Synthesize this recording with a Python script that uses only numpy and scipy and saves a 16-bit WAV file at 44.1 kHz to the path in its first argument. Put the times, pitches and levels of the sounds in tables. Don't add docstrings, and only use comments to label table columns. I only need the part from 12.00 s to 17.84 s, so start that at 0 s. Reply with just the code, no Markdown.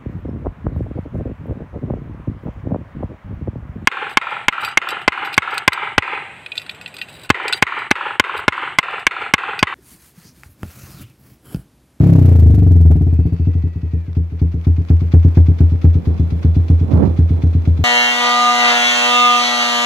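import sys
import numpy as np
from scipy import signal
from scipy.fft import rfft, irfft, next_fast_len
from scipy.io import wavfile

SR = 44100
rng = np.random.default_rng(int(sys.argv[2]) if len(sys.argv) > 2 else 0)


def persist_wave(psi):
    counts = np.round(np.clip(psi, -1, 1) * 32767).astype(np.int16)
    wavfile.write(sys.argv[1], SR, np.atleast_2d(counts).T)


N = 257544
TIME = np.arange(N) / SR
FFT_SIZE = next_fast_len(N + SR)
FREQ_HZ = np.arange(FFT_SIZE // 2 + 1) * SR / FFT_SIZE
OVERLAP_CYCLES, MAX_CYCLE_S = .273, .125

# f/Hz, width/Hz, signed gain, left minus right/dB
PIPE_MODES = [(83.34, 6.4, -5.5, 0), (169.9, 10.7, 0.9265, -1.5), (259.8, 19, 0.41, -0.5),
              (289.5, 21.4, 0.6357, -0.5), (348.8, 14, 0.36, 0), (410, 55, 0.0145, -1.5),
              (465.3, 14, 0.18, -3.5), (570, 200, -0.04, -0.5), (712, 57, 0.21, -3)]
# t/s, hiss level/dB, rasp level/dB
GAS_LEVELS = [(0, -50.5, -29.5), (.3, -47.5, -28.5), (.42, -49, -33.5), (1.3, -58.5, -41)]
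# f/Hz, relative level/dB
RASP_SPECTRUM = [(120, -8.5), (300, 4), (500, 4.5), (750, 0.5), (1100, -14.5), (2000, -19), (4000, -31.5),
                 (9000, -34.5)]
# f/Hz, relative level/dB
BARK_SPECTRUM = [(250, -10.5), (500, -2.5), (780, 3.5), (1050, -7), (1600, -6.5), (2500, -18.5),
                 (6000, -34)]
# t/s, level/dB
GEAR_LEVELS = [(0, -37), (.65, -46), (2.2, -50.5), (3, -44.5), (5.84, -44.5)]


def undb(db):
    return 10 ** (np.asarray(db) / 20)


def curves(table, at_s=TIME):
    times, *columns = np.transpose(table)
    return [np.interp(at_s, times, column) for column in columns]


def pan(db):
    return undb(np.array([[1], [-1]]) * db / 2)


def filtered(x, response):
    return irfft(rfft(x, FFT_SIZE) * response, FFT_SIZE)[..., :N]


def resonance(hz, width_hz):
    s = 1j * FREQ_HZ
    return s * width_hz / (hz ** 2 + s * s + s * width_hz)


def impulses(times, sizes):
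    return np.bincount(np.clip(times * SR, 0, N).astype(int), sizes, N + 1)[:N]


def puffs(times, sizes, rise_s, decay_s):
    t = TIME[:SR // 4]
    shape = (1 - np.exp(-(t / rise_s) ** 2)) * np.exp(-t / decay_s)
    return signal.fftconvolve(impulses(times, sizes), shape / shape.max())[:N]


def flutter(rate_hz, points):
    return np.interp(TIME, np.arange(points) / rate_hz, rng.standard_normal(points))


def noise(spectrum, treble_correlation):
    hz, db = np.transpose(spectrum)
    gain = undb(np.interp(np.log(FREQ_HZ + 1), np.log(hz), db))
    correlation = np.clip(treble_correlation + (1 - treble_correlation) / (1 + (FREQ_HZ / 300) ** 2), -1, 1)
    mid = filtered(rng.standard_normal(N), gain * np.sqrt(1 + correlation))
    side = filtered(rng.standard_normal(N), gain * np.sqrt(1 - correlation))
    out = np.array([mid + side, mid - side])
    return out / out.std()


def coasting(start_hz=35.53, drag_s=1.6915, friction_hz_per_s=2.276, end_s=1.35):
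    t = TIME[TIME < end_s]
    friction_hz = friction_hz_per_s * drag_s
    cycle_hz = (start_hz + friction_hz) * np.exp(-t / drag_s) - friction_hz
    cycles = np.cumsum(cycle_hz) / SR
    times = .0024 + np.interp(np.arange(np.ceil(cycles[-1])), cycles, t)
    stroke_hz = np.interp(times, t, cycle_hz)
    in_step = np.abs(np.cos(np.pi * PIPE_MODES[0][0] / stroke_hz)) ** 8.4
    pace = stroke_hz / start_hz
    opening = -.81 * pace ** .57 * (1 - .41 * in_step)
    overlap = -.52 * pace ** .91 * (1 - .29 * in_step)
    return times, opening, overlap


def exhaust(times, cycle_s, opening, overlap, sharp_hz=305, soft_hz=220, mouth_hz=90):
    # t/s, left minus right/dB
    bearing = [(0, .6), (1.2, .7), (2.7, -.1), (4.2, .4), (5, -2), (5.84, .4)]
    s = 1j * FREQ_HZ
    steepness = np.minimum(np.abs(opening) / .95, 1)
    sharp = impulses(times, opening * steepness)
    soft = impulses(times, opening * (1 - steepness))
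    soft += impulses(times + OVERLAP_CYCLES * cycle_s - .0017, overlap)
    drive = rfft(sharp, FFT_SIZE) / (1 + s / sharp_hz) ** 3
    drive += rfft(soft, FFT_SIZE) / (1 + s / soft_hz) ** 3
    pipe = sum(pan(db) * gain * resonance(hz, width_hz) for hz, width_hz, gain, db in PIPE_MODES)
    radiation = s * s / (s * s + np.sqrt(2) * s * mouth_hz + mouth_hz ** 2)
    direct = irfft(drive * pipe * radiation, FFT_SIZE)[:, :N] * SR * undb(-40)
    tail = rng.standard_normal(SR // 8) * np.exp(-TIME[:SR // 8] / .0071)
    scatter = rfft(tail / np.linalg.norm(tail), FFT_SIZE) * s / (s + 200)
    side = undb(-12) * filtered(direct.mean(axis=0), scatter)
    return (direct + np.array([side, -side])) * pan(curves(bearing)[0])


def burble(times, pressure, start_hz=300, end_hz=480, hot_hz=462, glide_s=.019, cooling_s=.051):
    t = TIME[:SR // 8]
    glide_hz = end_hz + (start_hz - end_hz) * np.exp(-t / glide_s)
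    envelope = (1 - np.exp(-(t / .011) ** 2)) * np.exp(-t / .015)
    cooling = 1 - np.exp(-(np.diff(times, prepend=0) / cooling_s) ** 3)
    out = np.zeros(N + len(t))
    for onset_s, size, cooled in zip(times, np.abs(pressure), cooling):
        pitch_jitter, level_jitter = rng.standard_normal(2)
        hz = cooled * glide_hz * (1 + .035 * pitch_jitter) + (1 - cooled) * hot_hz
        ring = np.sin(2 * np.pi * np.cumsum(hz) / SR)
        start = int(onset_s * SR)
        out[start:start + len(t)] += size ** .7 * undb(-16 + 1.4 * level_jitter) * envelope * ring
    return out[:N] * pan(-1.5)


def coasting_gas(times, afterfire_s=.907, rasp_rise_s=.008, rasp_decay_s=.0083):
    # f/Hz, relative level/dB
    hiss_spectrum = [(1000, -15.5), (2500, -4), (4000, 1.5), (7000, -1), (9000, -3), (12500, 1.5),
                     (15500, -6)]
    hiss_db, rasp_db = curves(GAS_LEVELS, times)
    spit_db = hiss_db + 3.9 * rng.standard_normal(len(times))
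    spit = puffs(times + .0025, undb(spit_db), rise_s=.0092, decay_s=.0098)
    starts = np.append(times + .0011, afterfire_s)
    sizes = undb(np.append(rasp_db + 2, -27.5))
    jet = noise(RASP_SPECTRUM, .3)
    fresh = puffs(starts, sizes, rasp_rise_s, rasp_decay_s) * jet
    one_rasp = puffs(np.zeros(1), np.ones(1), rasp_rise_s, rasp_decay_s) * jet[:, ::-1]
    repeated = filtered(impulses(starts, sizes), rfft(one_rasp, FFT_SIZE))
    return spit * noise(hiss_spectrum, .1) * pan(.92) + np.sqrt(.5) * (repeated + fresh) * pan(-2.1)


def cracks(coast_times, pop_times, pressure):
    _, rasp_db = curves(GAS_LEVELS, coast_times)
    times = np.append(coast_times + .004, pop_times + OVERLAP_CYCLES * MAX_CYCLE_S)
    sizes = np.append(undb(rasp_db - 5), undb(-35) * np.minimum(pressure, 0) ** 2)
    return puffs(times, sizes, rise_s=.0016, decay_s=.0039) * noise(BARK_SPECTRUM, .15) * pan(-1.5)


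def idle_gas(times, force):
    # f/Hz, relative level/dB
    hiss_spectrum = [(800, 0), (1800, 3.5), (3500, 0), (6000, 3.5), (8000, -4.5), (13000, -5.5),
                     (15500, -14)]
    spit = puffs(times, force ** 1.2 * undb(-45), rise_s=.0027, decay_s=.0039)
    rasp = puffs(times, force ** 2.2 * undb(-33.5), rise_s=.0039, decay_s=.035)
    bark = puffs(times + .0031, force ** 3.3 * undb(-26), rise_s=.0011, decay_s=.009)
    hiss = spit * noise(hiss_spectrum, .1)
    return hiss + (rasp * noise(RASP_SPECTRUM, .37) + bark * noise(BARK_SPECTRUM, .14)) * pan(-3)


def machinery(times, cycle_s, pop_times, force):
    # f/Hz, relative level/dB
    rustle_spectrum = [(30, 6.5), (100, 11), (300, 17.5), (600, 8.5), (800, 5), (1100, 2), (1600, -2),
                       (2300, -1), (2900, -7), (3400, -9), (4500, -12.5), (6500, -17), (8000, -22),
                       (15000, -23.5)]
    # f/Hz, relative level/dB
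    impact_spectrum = [(300, -8), (800, -2.5), (1250, 6), (1800, -2.5), (2150, 3), (2400, 3), (2750, -1.5),
                       (3200, -4.5), (3450, -2), (3800, -5.5), (4400, -5), (5200, -9), (6200, -11),
                       (7600, -24.5), (15000, -30)]
    gear_gain = undb(curves(GEAR_LEVELS)[0])
    time_jitter, level_jitter = rng.standard_normal((len(pop_times), 2, 9)).transpose(1, 0, 2)
    impact_times = pop_times[:, None] - .018 + .007 * time_jitter
    knock_db = curves(GEAR_LEVELS, pop_times)[0] - 5.5 + 11.5 * np.log10(force)
    impact_db = knock_db[:, None] + 2 * level_jitter
    knocks = puffs(impact_times.ravel(), undb(impact_db).ravel(), rise_s=.001, decay_s=.0062)
    tick_times = (times[:, None] + cycle_s[:, None] * np.array([.33, .58])).ravel()
    tick_sizes = undb(-5 + 7 * rng.standard_normal(len(tick_times)))
    ticks = gear_gain * puffs(tick_times, tick_sizes, rise_s=.0003, decay_s=.00074)
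    rustle = gear_gain * undb(2.5 + 1.4 * flutter(90, 600)) * noise(rustle_spectrum, .019)
    return (rustle + (knocks + ticks) * noise(impact_spectrum, .067)) * pan(.77)


def casing(pop_times, approach_start_s=2.9, approach_s=1.6):
    # f/Hz, width/Hz, relative level/dB
    modes = [(2420, 140, -5.5), (3454, 64, 5), (3955, 90, 0.5), (5930, 89, -9.5)]
    response = sum(undb(db) * resonance(hz, width_hz) for hz, width_hz, db in modes)
    ring = filtered(rng.standard_normal((2, N)), response)
    nearness = np.clip((TIME - approach_start_s) / approach_s, 0, 1)
    throb = .55 + puffs(pop_times - .025, np.ones(len(pop_times)), rise_s=.006, decay_s=.037)
    return nearness * throb * undb(curves(GEAR_LEVELS)[0] - 14) * ring / ring.std()


def wind(breeze_start_s=2.53, breeze_rise_s=1.5):
    # t/s, peak level/dB, rise/s, fall/s
    gusts = [(4.139, -39.5, 0.066, 0.036), (5.0, -21.5, .1, 0.092), (5.028, -20, 0.0077, 0.023),
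             (5.37, -38.5, 0.033, 0.045)]
    # f/Hz, relative level/dB
    buffet_spectrum = [(25, -11.5), (80, 9), (260, 4.5), (400, -2), (600, -9), (1200, -21.5), (2500, -44.5),
                       (6000, -61), (12000, -69.5)]
    envelope = undb(-40) * np.clip((TIME - breeze_start_s) / breeze_rise_s, 0, 1)
    for peak_s, db, rise_s, fall_s in gusts:
        width_s = np.where(TIME < peak_s, rise_s, fall_s)
        envelope += undb(db) * np.exp(-((TIME - peak_s) / width_s) ** 2)
    slaps = undb(1.3 * flutter(190, 1200))
    return envelope * slaps * noise(buffet_spectrum, .19) * pan(-20.5)


def rooster(start_s=1.06, end_s=2.13, fade_s=.035, throat_width_hz=330):
    # harmonic number, relative level/dB
    partials = [(2, -9), (3, 0.5), (4, -3), (6, -17), (7, -5)]
    # t/s, f/Hz
    throat = [(1.16, 2500), (1.27, 2920), (1.4, 2950), (1.52, 2240), (2.02, 2300), (2.1, 1900)]
    since_s, left_s = np.maximum(TIME - start_s, 0), np.maximum(end_s - TIME, 0)
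    scoop_hz, drop_hz = 80 * np.exp(-since_s / .12), 237 * np.exp(-left_s / .067)
    hz = 668 - 28 * since_s - scoop_hz - drop_hz
    envelope = np.minimum(np.minimum(since_s, left_s) / fade_s, 1)
    throat_hz, = curves(throat)
    phase = 2 * np.pi * np.cumsum(hz * (1 + .0076 * flutter(190, 1200))) / SR
    out = 0
    for harmonic, db in partials:
        lower_loss_db = 3 * ((harmonic * hz - throat_hz) / throat_width_hz) ** 2
        upper_loss_db = 3 * ((harmonic * hz - 1.57 * throat_hz) / throat_width_hz) ** 2 + 5
        loss_db = np.minimum(np.minimum(lower_loss_db, upper_loss_db), 15)
        out += undb(db - 57 - loss_db) * np.sin(harmonic * phase)
    return envelope * out


def scene():
    # t/s, relative pressure at valve opening (+ fired, blows; - missed, sucks)
    pops = [(1.3964, 0.32), (1.4705, -0.5), (1.5517, -0.31), (1.6374, -0.32), (1.7574, -0.18),
            (1.8307, -0.22), (1.934, 0.29), (2.08, -0.14), (2.1675, 0.4), (2.3214, -0.13), (2.4156, 0.53),
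            (2.5413, 0.29), (2.6677, 0.61), (2.7814, -0.31), (2.9009, 0.73), (3.0168, 0.36), (3.1363, 0.91),
            (3.2478, -0.78), (3.3701, 0.91), (3.4834, -0.6), (3.6043, 0.77), (3.719, -0.34), (3.8422, 0.83),
            (3.9532, -0.45), (4.0707, 0.45), (4.196, 0.52), (4.3211, 0.34), (4.4465, 0.63), (4.565, -0.62),
            (4.6992, 0.67), (4.811, -0.38), (4.9334, 0.68), (5.0728, 0.35), (5.1883, 0.67), (5.3057, -0.47),
            (5.4352, 0.56), (5.5494, -0.45), (5.6734, 0.55), (5.7904, -0.35)]
    coast_times, coast_opening, coast_overlap = coasting()
    pop_times, pressure = np.transpose(pops)
    fired = pressure > 0
    force = np.abs(pressure) * np.where(fired, 1, .7)
    pop_overlap = -np.abs(pressure) * np.where(fired, .41, .44)
    times = np.append(coast_times, pop_times)
    opening = np.append(coast_opening, pressure)
    overlap = np.append(coast_overlap, pop_overlap)
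    cycle_s = np.minimum(np.diff(times, append=np.inf), MAX_CYCLE_S)
    pipe = exhaust(times, cycle_s, opening, overlap) + burble(times, opening)
    gas = coasting_gas(coast_times) + cracks(coast_times, pop_times, pressure) + idle_gas(pop_times, force)
    metal = machinery(times, cycle_s, pop_times, force) + casing(pop_times)
    return pipe + gas + metal + wind() + rooster()


def record(dry):
    ceiling, cutoff_hz = 1.03, 15700
    rounded = dry / (1 + np.abs(dry / ceiling) ** 8) ** (1 / 8)
    return signal.sosfilt(signal.ellip(8, .2, 80, cutoff_hz, fs=SR, output="sos"), rounded)


dry = scene()
out = record(dry)
persist_wave(out)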